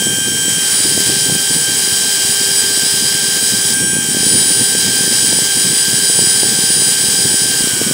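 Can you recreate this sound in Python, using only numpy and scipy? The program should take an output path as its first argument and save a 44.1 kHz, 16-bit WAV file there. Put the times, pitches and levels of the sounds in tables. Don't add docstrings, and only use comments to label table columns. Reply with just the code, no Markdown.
import sys
import numpy as np
from scipy import signal
from scipy.fft import rfft, irfft, next_fast_len
from scipy.io import wavfile
from scipy.ndimage import map_coordinates

SR = 44100
rng = np.random.default_rng(int(sys.argv[2]) if len(sys.argv) > 2 else 0)


def store_pcm(level_fs):
    pcm = np.round(np.clip(level_fs, -1, 1) * 32767).astype(np.int16)
    wavfile.write(sys.argv[1], SR, np.atleast_2d(pcm).T)


def to_linear_factor(level_db):
    exponent = np.asarray(level_db, float) / 20
    return 10 ** exponent


N = 349713
FREE_HZ = 394.8
SWAP_S = 7.623
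COARSE = 16


def seconds():
    return np.arange(N) / SR


def curves(rows):
    s, *columns = np.transpose(rows)
    return [np.interp(seconds(), s, column) for column in columns]


def wobble(rate):
    knots = rng.standard_normal(int(N * rate / SR) + 2)
    return np.interp(np.arange(N) * rate / SR, np.arange(len(knots)), knots)


def coloured(x, spectrum, modes=()):
    m = next_fast_len(N + 8192)
    f, db = np.transpose(spectrum)
    hz = np.fft.rfftfreq(m, 1 / SR)
    level_db = np.interp(np.log(hz + 1), np.log(f), db, left=-120)
    for centre, width, top_db in modes:
        level_db += top_db / (1 + (2 * (hz - centre) / width) ** 2)
    return irfft(rfft(x, m) * to_linear_factor(level_db), m)[:N] * np.sqrt(SR / 2)


def band(x, edges_hz):
    kept = signal.sosfilt(signal.butter(2, edges_hz, "band", fs=SR, output="sos"), x)
    return kept / kept.std()


# start_s, speed_turns_per_s
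ROTOR_SPEED = [(0, 395.0), (.55, 394.6), (.64, 394.0), (.8, 391.7), (1.0, 394.0), (1.45, 393.1),
               (1.95, 394.2), (3.7, 393.8), (3.76, 397.4), (3.98, 396.3), (4.1, 393.6), (4.27, 392.2),
               (4.9, 394.9), (6.05, 393.4), (7.6, 394.6), (7.64, 395.0), (7.93, 395.1)]
# middle_s, speed_change_turns_per_s
HAND_WAVERS = [(1.29, 1.4), (1.4, 1), (1.79, -0.97), (2.09, 0.97), (2.19, 0.55), (2.33, -1.24), (2.51, 1.3),
               (2.58, -1.73), (2.66, 1.26), (2.87, -0.64), (2.98, 0.76), (3.13, 0.86), (3.21, 1.16),
               (3.3, 0.65), (3.37, 1.5), (3.54, 1.2), (4.17, 1.235), (4.35, 0.67), (4.85, -0.533),
               (5.2, -0.96), (5.3, -0.6), (5.39, -0.55), (5.5, 2), (5.661, 0.55), (5.89, 1.76),
               (6.34, 0.61), (6.52, 0.75), (7.45, -0.75)]
# start_s, gear_load (0-1.4), wire_contact (0-1)
HAND_PUSH = [(0, 0.1, 0.1), (.56, 0, 0.26), (.62, 0.26, 0.65), (.8, 0.76, 1.05), (1.0, 0.43, 1.05),
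             (1.45, 0.88, 0.63), (1.95, 0.7, 1), (2.45, 0.99, 1.0), (3.725, 1.15, 0.79), (3.755, .15, 0.26),
             (3.98, 0, 0), (4.1, 0.41, 0.46), (4.27, 1.05, 0.93), (4.9, 0.98, .9), (6.05, 1.22, 0.89),
             (7.618, 1.02, 0.84), (7.626, .15, 0.62), (7.93, 0.2, .45)]


def hand():
    waver_s, load_per_turn, skip_load = .045, .13, .19
    skips_per_s, skip_from, skip_turns = 28, .65, 2.3
    t = np.arange(0, N + COARSE, COARSE) / SR
    waver = sum(turns * np.exp(-((t - s) / waver_s) ** 2) for s, turns in HAND_WAVERS)
    waver = waver.repeat(COARSE)[:N]
    load, contact = curves(HAND_PUSH)
    skip = skip_turns * np.clip(load, 0, 1) * np.maximum(wobble(skips_per_s) - skip_from, 0)
    press = np.clip(load * (1 - load_per_turn * waver - skip_load * skip), 0, 1.6)
    return press, np.clip(contact, 0, 2), curves(ROTOR_SPEED)[0], waver, skip


def rotor_time(press, turns):
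    stumble = (.2 + press) * .0005 * wobble(40)
    return np.cumsum(turns / FREE_HZ + stumble) / SR


# pitch_hz, level_db_per_hz
DRAUGHT_SPECTRUM = [(15, -66), (30, -37), (55, -22.5), (110, -2), (190, 1), (330, -4), (500, -10.5),
                    (700, -28), (2000, -55)]
# start_s, level_db
FAN_AIR = [(0, -31.5), (.6, -33.5), (.95, -29), (1.6, -34.5), (2.65, -36), (4.05, -29.5), (6.5, -31),
           (7.2, -32.5), (7.93, -31.5)]
# middle_s, peak_db, pitch_hz
AIR_POPS = [(.023, -13.5, 306), (0.07, -11, 302), (.483, -12, 230), (.854, -12.5, 200), (.978, -7, 292),
            (1.1, -10.5, 330), (1.298, -8.5, 348), (1.353, -13.5, 301), (1.51, -12.5, 227),
            (2.776, -14, 280), (3.968, -10.5, 229), (4.148, -11, 272), (4.17, -8.5, 253.8),
            (4.232, -14, 308), (4.752, -10.5, 374), (5.01, -13, 213.7), (5.128, -15, 279), (5.33, -10, 404),
            (5.389, -11, 403), (6.1, -12, 311), (6.192, -8, 410), (6.433, -8.5, 379.3), (6.59, -11, 220),
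            (6.64, -13, 205), (7.343, -10.5, 247), (7.608, -12, 228), (7.642, -10, 200),
            (7.674, -10.5, 278), (7.816, -7, 293.5), (7.912, -8, 250.4)]


def pop(hz, turn):
    t = np.arange(-SR // 50, SR // 50) / SR
    body = np.exp(-(t * hz / .48) ** 2) * np.cos(2 * np.pi * hz * t + turn)
    edge = np.exp(-(t * hz / .85) ** 2) * np.cos(2 * np.pi * 2.24 * hz * t + turn)
    return body + to_linear_factor(-15) * edge


def draught():
    small_count, small_over_db = 45, 16
    thump_db, thump_s = -26, .002
    lumps = to_linear_factor(4.8 * wobble(70) + 2.4 * wobble(18))
    rumble = coloured(rng.standard_normal(N) * lumps, DRAUGHT_SPECTRUM)
    air_db, = curves(FAN_AIR)
    small = []
    for when, size, pitch in rng.random((small_count, 3)):
        peak_db = air_db[int(when * N)] + small_over_db + 2 * size
        small.append((when * N / SR, peak_db, 140 + 140 * pitch))
    length = len(pop(200, 0))
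    out = np.zeros(N + 2 * length)
    for s, db, hz in list(AIR_POPS) + small:
        start = round(s * SR) + length // 2
        out[start:start + length] += to_linear_factor(db) * pop(hz, turn=rng.normal(1.68, 1))
    low_cut = signal.butter(2, 75, "high", fs=SR, output="sos")
    pops = signal.sosfiltfilt(low_cut, out)[length:-length]
    thump = to_linear_factor(thump_db) * np.exp(-((seconds() - SWAP_S) / thump_s) ** 2)
    return to_linear_factor(air_db + 3.5) * rumble / rumble.std() + pops + thump


# pitch_hz, level_db_per_hz
RUSH_SPECTRUM = [(400, -64), (1000, -71), (1400, -69), (1600, -62.5), (2400, -65), (3200, -61), (4000, -62),
                 (5000, -58.5), (7000, -59), (8500, -58), (10300, -62), (10700, -69), (12200, -73.5),
                 (14500, -67)]
# pitch_hz, width_hz, level_db
BENCH_DIPS = [(620, 160, -3), (1950, 120, -3), (2220, 120, -3), (2650, 250, -4), (3600, 300, -4),
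              (4400, 280, -5), (5120, 120, -4), (6050, 350, -4), (7500, 250, -4), (8200, 300, -4),
              (8950, 200, -4), (9950, 200, -2)]


def motor(clock):
    size = round(9 * SR / FREE_HZ)
    place = clock * FREE_HZ / 9 * size % size
    repeat = map_coordinates(rng.standard_normal(size), [place], mode="grid-wrap")
    share = .42
    mix = share * repeat + np.sqrt(1 - share ** 2) * rng.standard_normal(N)
    return coloured(mix * to_linear_factor(1.1 * wobble(40)), RUSH_SPECTRUM, BENCH_DIPS)


# low_hz, high_hz
RUST_BAND = (1110, 2600)
# low_hz, high_hz
GRIND_BAND = (1050, 1420)


def crust():
    touch_s, lasts_s, touch_db, grind_db = .73, .18, -33, -40
    t = seconds()
    grit = rng.standard_normal(N) * to_linear_factor(3 * wobble(900))
    touch = to_linear_factor(touch_db) * np.exp(-((t - touch_s) / lasts_s) ** 2)
    return touch * band(grit, RUST_BAND) + to_linear_factor(grind_db) * (t > SWAP_S) * band(grit, GRIND_BAND)


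# pitch_hz, level_db_per_hz
SCRAPE_SPECTRUM = [(500, -65.5), (1000, -70.5), (1400, -73), (1600, -63.5), (2500, -65.5), (3200, -61.5),
                   (3600, -60.5), (5000, -55.5), (6000, -60.5), (8500, -53.5), (10200, -56.5), (10700, -68),
                   (12200, -67), (15500, -64.5)]
# pitch_hz, width_hz, level_over_scrape_db
STEEL_RINGING = [(3900, 250, 3), (4800, 300, 5.5), (5450, 300, 4.5), (6900, 500, 2), (7850, 200, 4),
                 (8600, 250, 3), (9650, 400, 4)]


def wires(contact):
    strokes = np.array([1.16 * contact, .9 * contact ** .42])
    own_db = np.array([wobble(14), wobble(16)])
    grain_db = 2.16 * wobble(1500) + .51 * wobble(45) + .62 * own_db
    tips = strokes * rng.standard_normal((2, N)) * to_linear_factor(grain_db)
    rasp = signal.sosfilt(signal.butter(4, 6050, "low", fs=SR, output="sos"), tips[0])
    hiss = signal.sosfilt(signal.butter(4, 6050, "high", fs=SR, output="sos"), tips[1])
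    return coloured(rasp + hiss, SCRAPE_SPECTRUM, STEEL_RINGING + BENCH_DIPS)


def tone(hz, clock, unsteady_db, blur):
    steps = np.arange(0, N, COARSE) / SR

    def chance(rate):
        return np.interp(steps * rate, np.arange(400), rng.standard_normal(400))

    slip = blur[::COARSE] * (.2 + hz / 8000) * chance(30) + 2 * np.pi * rng.random()
    size = (np.sqrt(2) * to_linear_factor(unsteady_db * chance(16))).astype("f4")[:, None]
    phase = 2 * np.pi * hz * clock[::COARSE] + slip
    start, step = np.array([phase % (2 * np.pi), np.gradient(phase) / COARSE], "f4")[:, :, None]
    return (size * np.sin(start + step * np.arange(COARSE, dtype="f4"))).ravel()[:N]


def hum(clock, contact, blur):
    level_db, idle, swell_db, beat_s, top_s = -37.5, .19, 1.5, 1.71, 2.74
    beat = np.cos(2 * np.pi * (seconds() - top_s) / beat_s)
    size = to_linear_factor(level_db + swell_db * beat) * (idle + contact)
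    return size * tone(FREE_HZ, clock, unsteady_db=2.2, blur=.6 + 4.5 * blur)


# pitch_hz at free speed, free_db, pressed_db, end_brush_db
ROTOR_TONES = [(393, -45, -36, -42), (790, -44, -41.5, -47), (877, -44, -45, -49), (1493, -50, -48, -33),
               (1666, -40, -39, -41), (1755, -48, -45, -52), (2284, -42, -44, -36), (2457, -41, -44, -42),
               (2850, -41, -39, -39), (3074, -43, -44, -35), (3247, -42, -44, -33), (3950, -45, -36, -41),
               (5444, -43, -39, -38), (5531, -30.5, -33, -34), (5701, -36, -36, -36), (6233, -37, -35, -42),
               (6320, -39, -35, -45), (7197, -39, -40, -36), (7726, -33, -38, -36), (7814, -23, -28, -29),
               (7989, -60, -60, -27), (7900, -36, -27, -31), (8605, -31, -32, -30), (8777, -33, -32, -32),
               (9393, -30, -33, -27), (9481, -32, -31, -33), (10357, -33, -36, -32)]
# pitch_hz at free speed, free_db, pressed_db, end_brush_db
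GEAR_TONES = [(459, -53, -42, -43), (953, -56, -56, -45), (1190, -56, -56, -50), (1614, -46, -41, -49),
              (1712, -52, -42, -52), (2062, -56, -56, -43), (2976, -44, -41, -41), (3099, -39, -38, -34),
              (3226, -40, -37, -37), (3422, -52, -39, -60), (3849, -46, -38, -44), (4938, -53, -25.3, -50),
              (4986, -50, -33.5, -48), (5036, -52, -28, -47), (5297, -56, -56, -39), (6650, -48, -38, -38),
              (6803, -38, -46, -42), (7592, -41, -51, -35), (8550, -27, -27, -25), (10181, -40, -47, -34),
              (10973, -41, -49, -59), (11146, -44, -42, -48), (11405, -47, -45, -46),
              (14014, -46, -50, -42), (14252, -42, -46, -41)]


def gears(clock, press, blur):
    out, swap = np.zeros(N), round(SWAP_S * SR)
    free, pressed = np.clip(1 - press, 0, 1), np.minimum(press, 1.4)
    for hz, free_db, pressed_db, end_db in ROTOR_TONES[1:] + GEAR_TONES:
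        size = to_linear_factor(free_db) * free + to_linear_factor(pressed_db - 1.55 - .48 * (hz > 5100)) * pressed
        size[swap:] = to_linear_factor(end_db - 1)
        out += size * tone(hz, clock, unsteady_db=2.3, blur=blur)
    return out


def whine_levels(rules, press, slow, waver):
    regrip_s, end_fade_db_per_s = 4.1, 30
    t = seconds()
    braking = np.maximum(FREE_HZ - slow, -.3) - waver
    racing = np.clip(slow - FREE_HZ - .5, 0, 1)
    gripped = np.clip((t - regrip_s) / .15, 0, 1)
    end_db = end_fade_db_per_s * np.maximum(t - SWAP_S, 0)
    levels = []
    for rest_db, load_db, brake_db, race_db, slide_db, grip_db in rules:
        hand_db = load_db * press + brake_db * braking + race_db * racing
        levels.append(rest_db + hand_db + slide_db * t + grip_db * gripped - end_db)
    return levels


CRY_PITCHES = (9570, 7989)
# rest_db, load_db, braking_db_per_turn, racing_db, slide_db_per_s, new_grip_db
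CRY_RULES = [(-30, 2.6, 3.75, 7.6, 0.092, 4.1), (-34, 6.2, 2.2, 4.2, 0.25, 1.3)]


def cries(clock, press, slow, waver, blur):
    out = np.zeros(N)
    for hz, level_db in zip(CRY_PITCHES, whine_levels(CRY_RULES, press, slow, waver)):
        power = np.clip(to_linear_factor(level_db) ** 2 - to_linear_factor(-31) ** 2, 0, None)
        size = to_linear_factor(-40) + np.sqrt(power)
        out += to_linear_factor(.8) * size * tone(hz, clock, unsteady_db=2.5, blur=.7 * blur)
    return out


WHINE_PITCHES = (1580, 3160)
# rest_db, load_db, braking_db_per_turn, racing_db, slide_db_per_s, new_grip_db
WHINE_RULES = [(-29, -0.24, -1.85, 3.5, -0.44, 1.5), (-24, -2.2, -1.14, -5, -0.75, 2)]


def whines(clock, press, slow, waver, blur):
    out = np.zeros(N)
    for hz, level_db in zip(WHINE_PITCHES, whine_levels(WHINE_RULES, press, slow, waver)):
        out += to_linear_factor(level_db + 1.8) * tone(hz, clock, unsteady_db=.6, blur=.3 * blur)
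    return out


def scene():
    press, contact, slow, waver, skip = hand()
    clock = rotor_time(press, slow + waver + .25 * skip)
    blur = .1 + .55 * press
    quick = waver + skip
    mono = draught() + motor(clock) + crust() + wires(contact)
    mono += hum(clock, contact, blur) + gears(clock, press, blur)
    mono += cries(clock, press, slow, quick, blur) + whines(clock, press, slow, quick, blur)
    return np.array([mono, mono])


def low_pass(x):
    return signal.sosfilt(signal.butter(12, 16760, fs=SR, output="sos"), x)


def record(dry):
    knee, top_hz = 1.15, 15750
    bent = dry / (1 + np.abs(dry / knee) ** 6) ** (1 / 6)
    m = next_fast_len(N)
    passed = np.fft.rfftfreq(m, 1 / SR) < top_hz
    mix = irfft(rfft(bent, m) * passed, m)[:, :N]
    return low_pass(mix)


dry = scene()
out = record(dry)
store_pcm(out)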